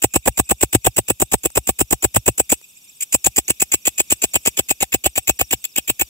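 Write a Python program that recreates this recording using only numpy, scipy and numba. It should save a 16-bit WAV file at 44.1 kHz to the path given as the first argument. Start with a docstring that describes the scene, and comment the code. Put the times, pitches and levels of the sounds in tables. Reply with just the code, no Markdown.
"""Night in the bushes: a steady hiss with crickets trilling further off, as noise and gliding sine notes.
Almost at once a katydid, close and slightly left of the phone's two microphones, calls some eight times a second;
each chirp, a soft opening and a loud closing stroke, drags a toothed file over a scraper and rings the wings.
Its strokes overload the microphones into a low thud; two more call from behind bushes; wing and foliage snap.
It pauses after 2.5 s, then resumes weakly with a slower tooth rate and hesitates twice before the end."""
import sys
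import numpy as np
from scipy import signal
from scipy.fft import rfft, irfft
from scipy.io import wavfile
from numba import njit

SR = 44100
rng = np.random.default_rng(int(sys.argv[2]) if len(sys.argv) > 2 else 0)


def int16_out(signal):
    """Quantize to a 16-bit WAV file."""
    q = np.round(np.clip(np.atleast_2d(signal).T, -1, 1) * 32767)
    wavfile.write(sys.argv[1], SR, q.astype(np.int16))


N = 268965
TIME = np.arange(N) / SR
FREQ = np.fft.rfftfreq(N, 1 / SR)

# colour of the night air: [f/Hz, relative density level/dB]
NIGHT_COLOUR = [(30, -12), (190, -5.5), (450, -13.5), (1000, -18), (1950, -24), (2480, -8), (3000, -8),
                (3600, -10.5), (4150, -18), (5200, -11.5), (7700, -3), (9400, -13.5), (12300, -3.5),
                (15500, -12.5)]
# night hiss at the microphones; insects follow it: [t/s, level/dB before flicker]
NIGHT_LEVEL = [(0, -53), (2.4, -50.5), (2.7, -51), (4.3, -47), (5, -51), (6.1, -48.5)]
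# bands of the farthest insects: [f/Hz, width/Hz of each of three passes, level/dB over the hiss]
CHORUS_BANDS = [(2547, 540, -11.5), (3600, 500, -10.5)]
# crickets further off: [first note t/s, notes per s, starting f/Hz, level/dB over the hiss before swell]
CRICKETS = [(.002, 16, 5760, -1.5), (0.041, 15, 4960, -10.5)]

# runs of close chirps; one long chirp ends the first bout, and the first after a hesitation is weaker:
# [start t/s, end t/s, period/s, first chirp's effort level/dB, first chirp's length/s]
RUNS = [(.0178, 2.42, .1179, 0, .031), (2.492, 2.55, .118, -.3, .04), (3.0035, 3.78, .1187, -7.5, .03),
        (3.851, 4.04, .126, -.7, .031), (4.0995, 5.57, .1172, 0, .03), (5.64, 6.05, .1171, -5, .015)]
CHIRP_S = .031  # every chirp but the first of a run
EFFORT_SCATTER_DB = .5
# teeth struck, slower after the pause: [t/s, tooth rate f/Hz]
TOOTH_RATE = [(2.4, 2621), (3.0, 2538), (6.0, 2556)]
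# one wing cycle: [time as share of chirp length, force level/dB, tooth rate as multiple of the chirp's]
WING_CYCLE = [(0, -27, .88), (.09, -10, .91), (.22, -6, .98), (.35, -5, 1.05), (.39, -15, 1.0),
              (.49, -15, .92), (.58, -6, .95), (.8, 2, 1.0), (1.0, -3, 1.05), (1.06, -13, 1.02),
              (1.26, -14, 1.02), (1.38, -26, 1.0), (1.8, -46, 1.0)]
# wing resonances, low, main and treble, each rung in two passes of twice the listed width:
# [f as multiple of tooth rate, width/Hz, relative level/dB, phase lead at the left microphone/rad]
LOW_MODES = [(1.022, 700, 13.5, 2.26), (1.269, 464, -2.5, 3.13)]
MAIN_MODES = [(2.782, 687, -5.5, 3.92), (3.038, 850, 0, 5.08), (3.948, 1327, -11, 8.6)]
TREBLE_MODES = [(5.3, 1700, -2, 7.6), (5.85, 1500, 0, 7.7)]
# close song at the phone, at zero effort and before leaf tails:
# [t/s, main level/dB, low level/dB, treble level/dB, left minus right level/dB]
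SONG_PLACE = [(0, -16, -26, -22, .9), (2.4, -15, -27, -22, 1.6), (3.1, -12, -24, -22, 1.5),
              (4.4, -15, -21.5, -22.5, 2.5), (6.0, -19.5, -22.5, -20.5, 2.5)]
# overload of the microphones at zero effort: [t/s, thud level/dB, swing level/dB]
OVERLOAD_LEVEL = [(0, -15.5, -26), (2.2, -15.5, -23.5), (2.55, -21.5, -44), (3.2, -21, -33),
                  (4.4, -23, -38.5), (5.2, -21.5, -34), (6.0, -29.5, -44)]
THUD_SLOPE, SWING_SLOPE = 4.2, 8.2  # dB per dB of effort: faster than the song
# colour of the thud, before a low-pass: [f/Hz, width/Hz, relative level/dB]
THUD_MODES = [(184, 90, -8.5), (330, 188, 0.5), (554, 300, -5.5), (762, 81, -3.5), (1635, 420, -11.5)]
# slow swing of the recovering microphones, before a further resonance: [f/Hz, width/Hz, relative level/dB]
SWING_MODES = [(62, 29, -4.5), (114.9, 49, -3.5)]
# dry snaps of wing and foliage: [t/s, level/dB at the peak of the envelope]
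SNAPS = [(.355, -57.5), (0.471, -50), (1.504, -32), (2.615, -39.5), (3.704, -50), (4.462, -9.5)]
TOP_HZ = 15700  # upper edge of the phone's pass band


def undb(db):
    """Decibels to gain."""
    return 10 ** (np.asarray(db) / 20)


def unit(x):
    """Scale to rms 1."""
    return x / np.sqrt(np.mean(x ** 2))


def read(rows, times=TIME):
    """Join (t, value, ..) rows by straight lines; one curve for each column."""
    at, *columns = np.transpose(rows)
    return np.array([np.interp(times, at, column) for column in columns])


def walk(rate):
    """Random levels, rate a second, joined by straight lines."""
    return np.interp(TIME * rate, np.arange(N // 20), rng.standard_normal(N // 20))


def shape(x, response):
    """Filter by a frequency response."""
    return irfft(rfft(x) * response, N)


def resonance(hz, width_hz):
    """Response of one resonance, gain 1 at its centre."""
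    return 1j * FREQ * width_hz / (hz ** 2 - FREQ ** 2 + 1j * FREQ * width_hz)


def resonances(modes):
    """Summed response of (f, width, level) resonances."""
    return sum(undb(db) * resonance(hz, width_hz) for hz, width_hz, db in modes)


def lowpass(hz, order):
    """Response of a smooth low-pass."""
    return signal.freqs(*signal.butter(order, 1, analog=True), FREQ / hz)[1]


def leaves(x, t60, db, size=4096):
    """Twigs and leaves scatter a short tail, different at each microphone and changing as the phone sways."""
    out = np.zeros((2, N + 2 * size))
    fade = undb(-60 * TIME[:size] / t60)
    fade /= np.sqrt(np.sum(fade ** 2))
    window = np.sqrt(np.hanning(size))
    # half-overlapping pieces, each with a newly drawn tail
    for i in range(0, N, size // 2):
        piece = x[i:i + size] * window[:N - i]
        tail = rng.standard_normal((2, size)) * fade
        wet = signal.fftconvolve(piece[None], tail, axes=1)
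        out[:, i:i + wet.shape[1]] += wet
    return undb(db) * out[:, :N]


def night(flicker_db=.5):
    """A softly flickering hiss of air and countless insects; its bass is more alike on both sides."""
    hz, db = np.transpose(NIGHT_COLOUR)
    colour = undb(np.interp(np.log(FREQ + 1), np.log(hz), db))
    mid, side = shape(rng.standard_normal((2, N)), colour)
    side = shape(side, np.interp(FREQ, [300, 1500, 8000], [.5, 1, .75]))
    hiss = unit(np.array([mid + side, mid - side]))
    return hiss * undb(flicker_db * walk(20))


def shimmer(flicker_db=4, flickers_per_s=70):
    """The farthest insects blur into narrow noise bands that flicker each on its own."""
    out = 0
    for hz, width_hz, db in CHORUS_BANDS:
        flickering = rng.standard_normal((2, N)) * undb(flicker_db * walk(flickers_per_s))
        out = out + undb(db) * unit(shape(flickering, resonance(hz, width_hz) ** 3))
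    return out


def cricket(first, rate_hz, hz, db, length=.042, sag=.1, scatter_db=1.6, waver_db=2.5):
    """A trill of nearly pure notes, each swelling, dipping and returning as its pitch sags."""
    out = np.zeros(N + SR)
    age = np.arange(int(length * SR)) / int(length * SR)  # share of the note
    swell = np.interp(age, [0, .27, .55, 1], [0.54, 0.94, 0.0, 0.63])
    glide = 1 - sag * age ** 1.4
    starts = np.arange(first, N / SR, 1 / rate_hz)
    for start, (late, pitch, loud) in zip(starts, rng.standard_normal((200, 3))):
        i = int(abs(start + .003 * late) * SR)
        turns = np.cumsum(hz * (1 + .008 * pitch) * glide) / SR
        note = np.sqrt(2) * swell * np.sin(2 * np.pi * turns)
        out[i:i + len(age)] += undb(db + scatter_db * loud) * note
    trill = out[:N] * undb(waver_db * walk(2))
    return trill + leaves(trill, t60=.03, db=-3)


def chirps():
    """Start, length, tooth rate and effort of every close chirp in the runs."""
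    rows = []
    for start, end, period, first_db, first_s in RUNS:
        for t in np.arange(start, end, period):
            rows.append((t, first_s, first_db) if t == start else (t, CHIRP_S, 0))
    starts, lengths, effort_db = np.transpose(rows)
    effort_db = effort_db + EFFORT_SCATTER_DB * rng.standard_normal(len(starts))
    return starts, lengths, read(TOOTH_RATE, starts)[0], effort_db


def strokes(starts, lengths, rates_hz):
    """Force on the file and tooth rate through a train of wing cycles."""
    which = np.clip(np.searchsorted(starts, TIME) - 1, 0, len(starts) - 1)
    age = (TIME - starts[which]) / lengths[which]
    share, force_db, speed = np.transpose(WING_CYCLE)
    force = undb(np.interp(age, share, force_db)) * (age > 0) * (age < share[-1])
    return force, rates_hz[which] * np.interp(age, share, speed)


def teeth(force, rate_hz, jitter, uneven_db):
    """One click for each tooth that slips past the scraper, uneven in spacing and size."""
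    turns = np.cumsum(rate_hz) / SR
    count = np.arange(int(turns[-1]))
    chance = rng.standard_normal((N // 8, 2))[:len(count)]
    # spacing errors add up from tooth to tooth
    at = np.interp(count + jitter * np.cumsum(chance[:, 0]), turns, np.arange(N))
    size = force[at.astype(int)] * undb(uneven_db * chance[:, 1])
    # windowed sinc clicks fall between samples
    taps = at.astype(int)[:, None] + np.arange(-7, 9)
    offset = taps - at[:, None]
    clicks = size[:, None] * np.sinc(offset) * np.sinc(offset / 8)
    return np.bincount(np.clip(taps, 0, N - 1).ravel(), clicks.ravel(), N)


@njit
def resonate(x, hz, width_hz):
    """State-variable band-pass whose centre may move every sample."""
    y, band, low = np.empty(len(x)), 0., 0.
    for i in range(len(x)):
        g, k = np.tan(np.pi * min(hz[i] / SR, .45)), width_hz / hz[i]
        v = (band + g * (x[i] - low)) / (1 + g * (g + k))
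        band, low, y[i] = 2 * v - band, low + 2 * g * v, k * v
    return y


def ring(x, rate_hz, modes):
    """Wing resonances follow the tooth rate; each reaches the two microphones with its own phase."""
    out = 0
    for multiple, width_hz, db, lead in modes:
        once = resonate(x, multiple * rate_hz, 2. * width_hz)
        mode = undb(db) * resonate(once, multiple * rate_hz, 2. * width_hz)
        out = out + np.array([mode, shape(mode, np.exp(-1j * lead))])
    return out


def each_at(x, starts, lengths, levels_db):
    """Give every chirp in x its own level, its energy taken as rms over its length."""
    which = np.clip(np.searchsorted(starts - .005, TIME) - 1, 0, len(starts) - 1)
    power = np.bincount(which, np.mean(np.atleast_2d(x) ** 2, axis=0)) / (lengths * SR)
    return x * (undb(levels_db) / np.sqrt(power + 1e-18))[which]


def katydid(starts, lengths, rates_hz, effort_db, rasp_db=-13, crackle_db=-7, near_db=-7, far_db=-34, grit=0.48):
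    """Tooth clicks ring the wings, whose main resonance lies near the third multiple of the tooth rate."""
    main_db, low_db, treble_db = read(SONG_PLACE, starts)[:3] + effort_db
    thud_db = read(OVERLOAD_LEVEL, starts)[0] + THUD_SLOPE * effort_db
    force, rate_hz = strokes(starts, lengths, rates_hz)
    # the scraper catches and skips, so no two strokes are alike
    force = force * undb(2 * walk(600))
    rate_hz = rate_hz * np.exp(.018 * walk(500))
    clicks = teeth(force, rate_hz, jitter=.066, uneven_db=3.5)

    # a harder stroke is brighter: the low resonance saturates first
    scrape = clicks + grit * force * rng.standard_normal(N)
    low = ring(scrape / (force + 0.25) ** 0.33, rate_hz, LOW_MODES)
    main = ring(clicks, rate_hz, MAIN_MODES)
    treble = ring(clicks * force ** .15, rate_hz, TREBLE_MODES)
    song = (each_at(low, starts, lengths, low_db)
            + each_at(main, starts, lengths, main_db)
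            + each_at(treble, starts, lengths, treble_db))

    # the scraper also grates without a pitch; the overloaded microphones add a broad crackle
    grating = shape(rng.standard_normal((2, N)) * force ** .75, resonance(10500, 8000) ** 3)
    crackle_colour = lowpass(9000, order=1) * (1 - .95 * resonance(4600, 2600))
    crackle = shape(rng.standard_normal((2, N)) * force ** 1.5, crackle_colour)
    rasp = (each_at(grating, starts, lengths, main_db + rasp_db)
            + each_at(crackle, starts, lengths, thud_db + crackle_db))
    near = leaves(song[0], t60=.012, db=near_db)
    far = leaves(song[0], t60=0.088, db=far_db)
    return song + rasp + near + far


def overload(starts, lengths, rates_hz, effort_db, steepness=2.9, shared=0.98, lag_s=0.0017):
    """The song's ultrasound beats in the overloaded microphones: a rough thud, then a slow recovery swing."""
    slopes = [THUD_SLOPE, SWING_SLOPE]
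    thud_db, swing_db = read(OVERLOAD_LEVEL, starts) + np.outer(slopes, effort_db)
    force = strokes(starts + lag_s, lengths, rates_hz)[0]
    drive = force ** steepness * undb(3.0 * walk(400))
    # noise of each microphone plus noise common to both
    beats = drive * (rng.standard_normal((2, N)) + shared * rng.standard_normal(N))
    thud = shape(beats, resonances(THUD_MODES) * lowpass(940, order=2))
    # the deepest part of the swing comes last
    push = drive + 3 * beats
    swing = shape(push, resonances(SWING_MODES) * resonance(99.6, 89) ** 2)
    return each_at(thud, starts, lengths, thud_db) + each_at(swing, starts, lengths, swing_db)


def far_katydid(first, rate_hz, tooth_hz, low_db, db):
    """Another katydid, only its scattered tail arriving through the bushes in between."""
    starts = first + (np.arange(64) + .03 * rng.standard_normal(64)) / rate_hz
    lengths, rates_hz = np.full(len(starts), .032), np.full(len(starts), tooth_hz)
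    force, speed = strokes(starts, lengths, rates_hz)
    clicks = teeth(force, speed, jitter=.04, uneven_db=3)
    song = ring(clicks, speed, [(1, 380, low_db, 0), (3, 700, 0, 0)])[0]
    return leaves(unit(song), t60=.03, db=db)


def snaps(decay=0.0015):
    """Dry snaps of wing and foliage, most tiny, one loud: noise bursts that rise and fall over decay seconds."""
    force = sum(undb(db) * np.exp(-np.abs(TIME - start) / decay) for start, db in SNAPS)
    colour = resonance(7300, 2900) + 0.9 * resonance(700, 1140)
    return force * unit(shape(rng.standard_normal((2, N)), colour))


def scene():
    """The near katydid, a little to the left, in front of the night."""
    song = chirps()
    pan = undb(np.array([[.5], [-.5]]) * read(SONG_PLACE)[-1])
    far = (far_katydid(.095, 8.3, 2500, low_db=-4, db=-52)
           + far_katydid(.035, 7.55, 2700, low_db=-12, db=-55.5))
    crickets = sum(cricket(*row) for row in CRICKETS)
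    chorus = (night() + shimmer() + crickets) * undb(read(NIGHT_LEVEL)[0])
    close = pan * (katydid(*song) + overload(*song))
    return close + far + chorus + snaps()


def record(dry, ceiling=1.15):
    """The phone rounds off the highest peaks and cuts the top."""
    rounded = dry / (1 + (dry / ceiling) ** 4) ** (1 / 4)
    top_cut = signal.ellip(10, .2, 60, TOP_HZ, fs=SR, output="sos")  # .2 dB ripple, 60 dB stop band
    return signal.sosfilt(top_cut, rounded)


dry = scene()
out = record(dry)
int16_out(out)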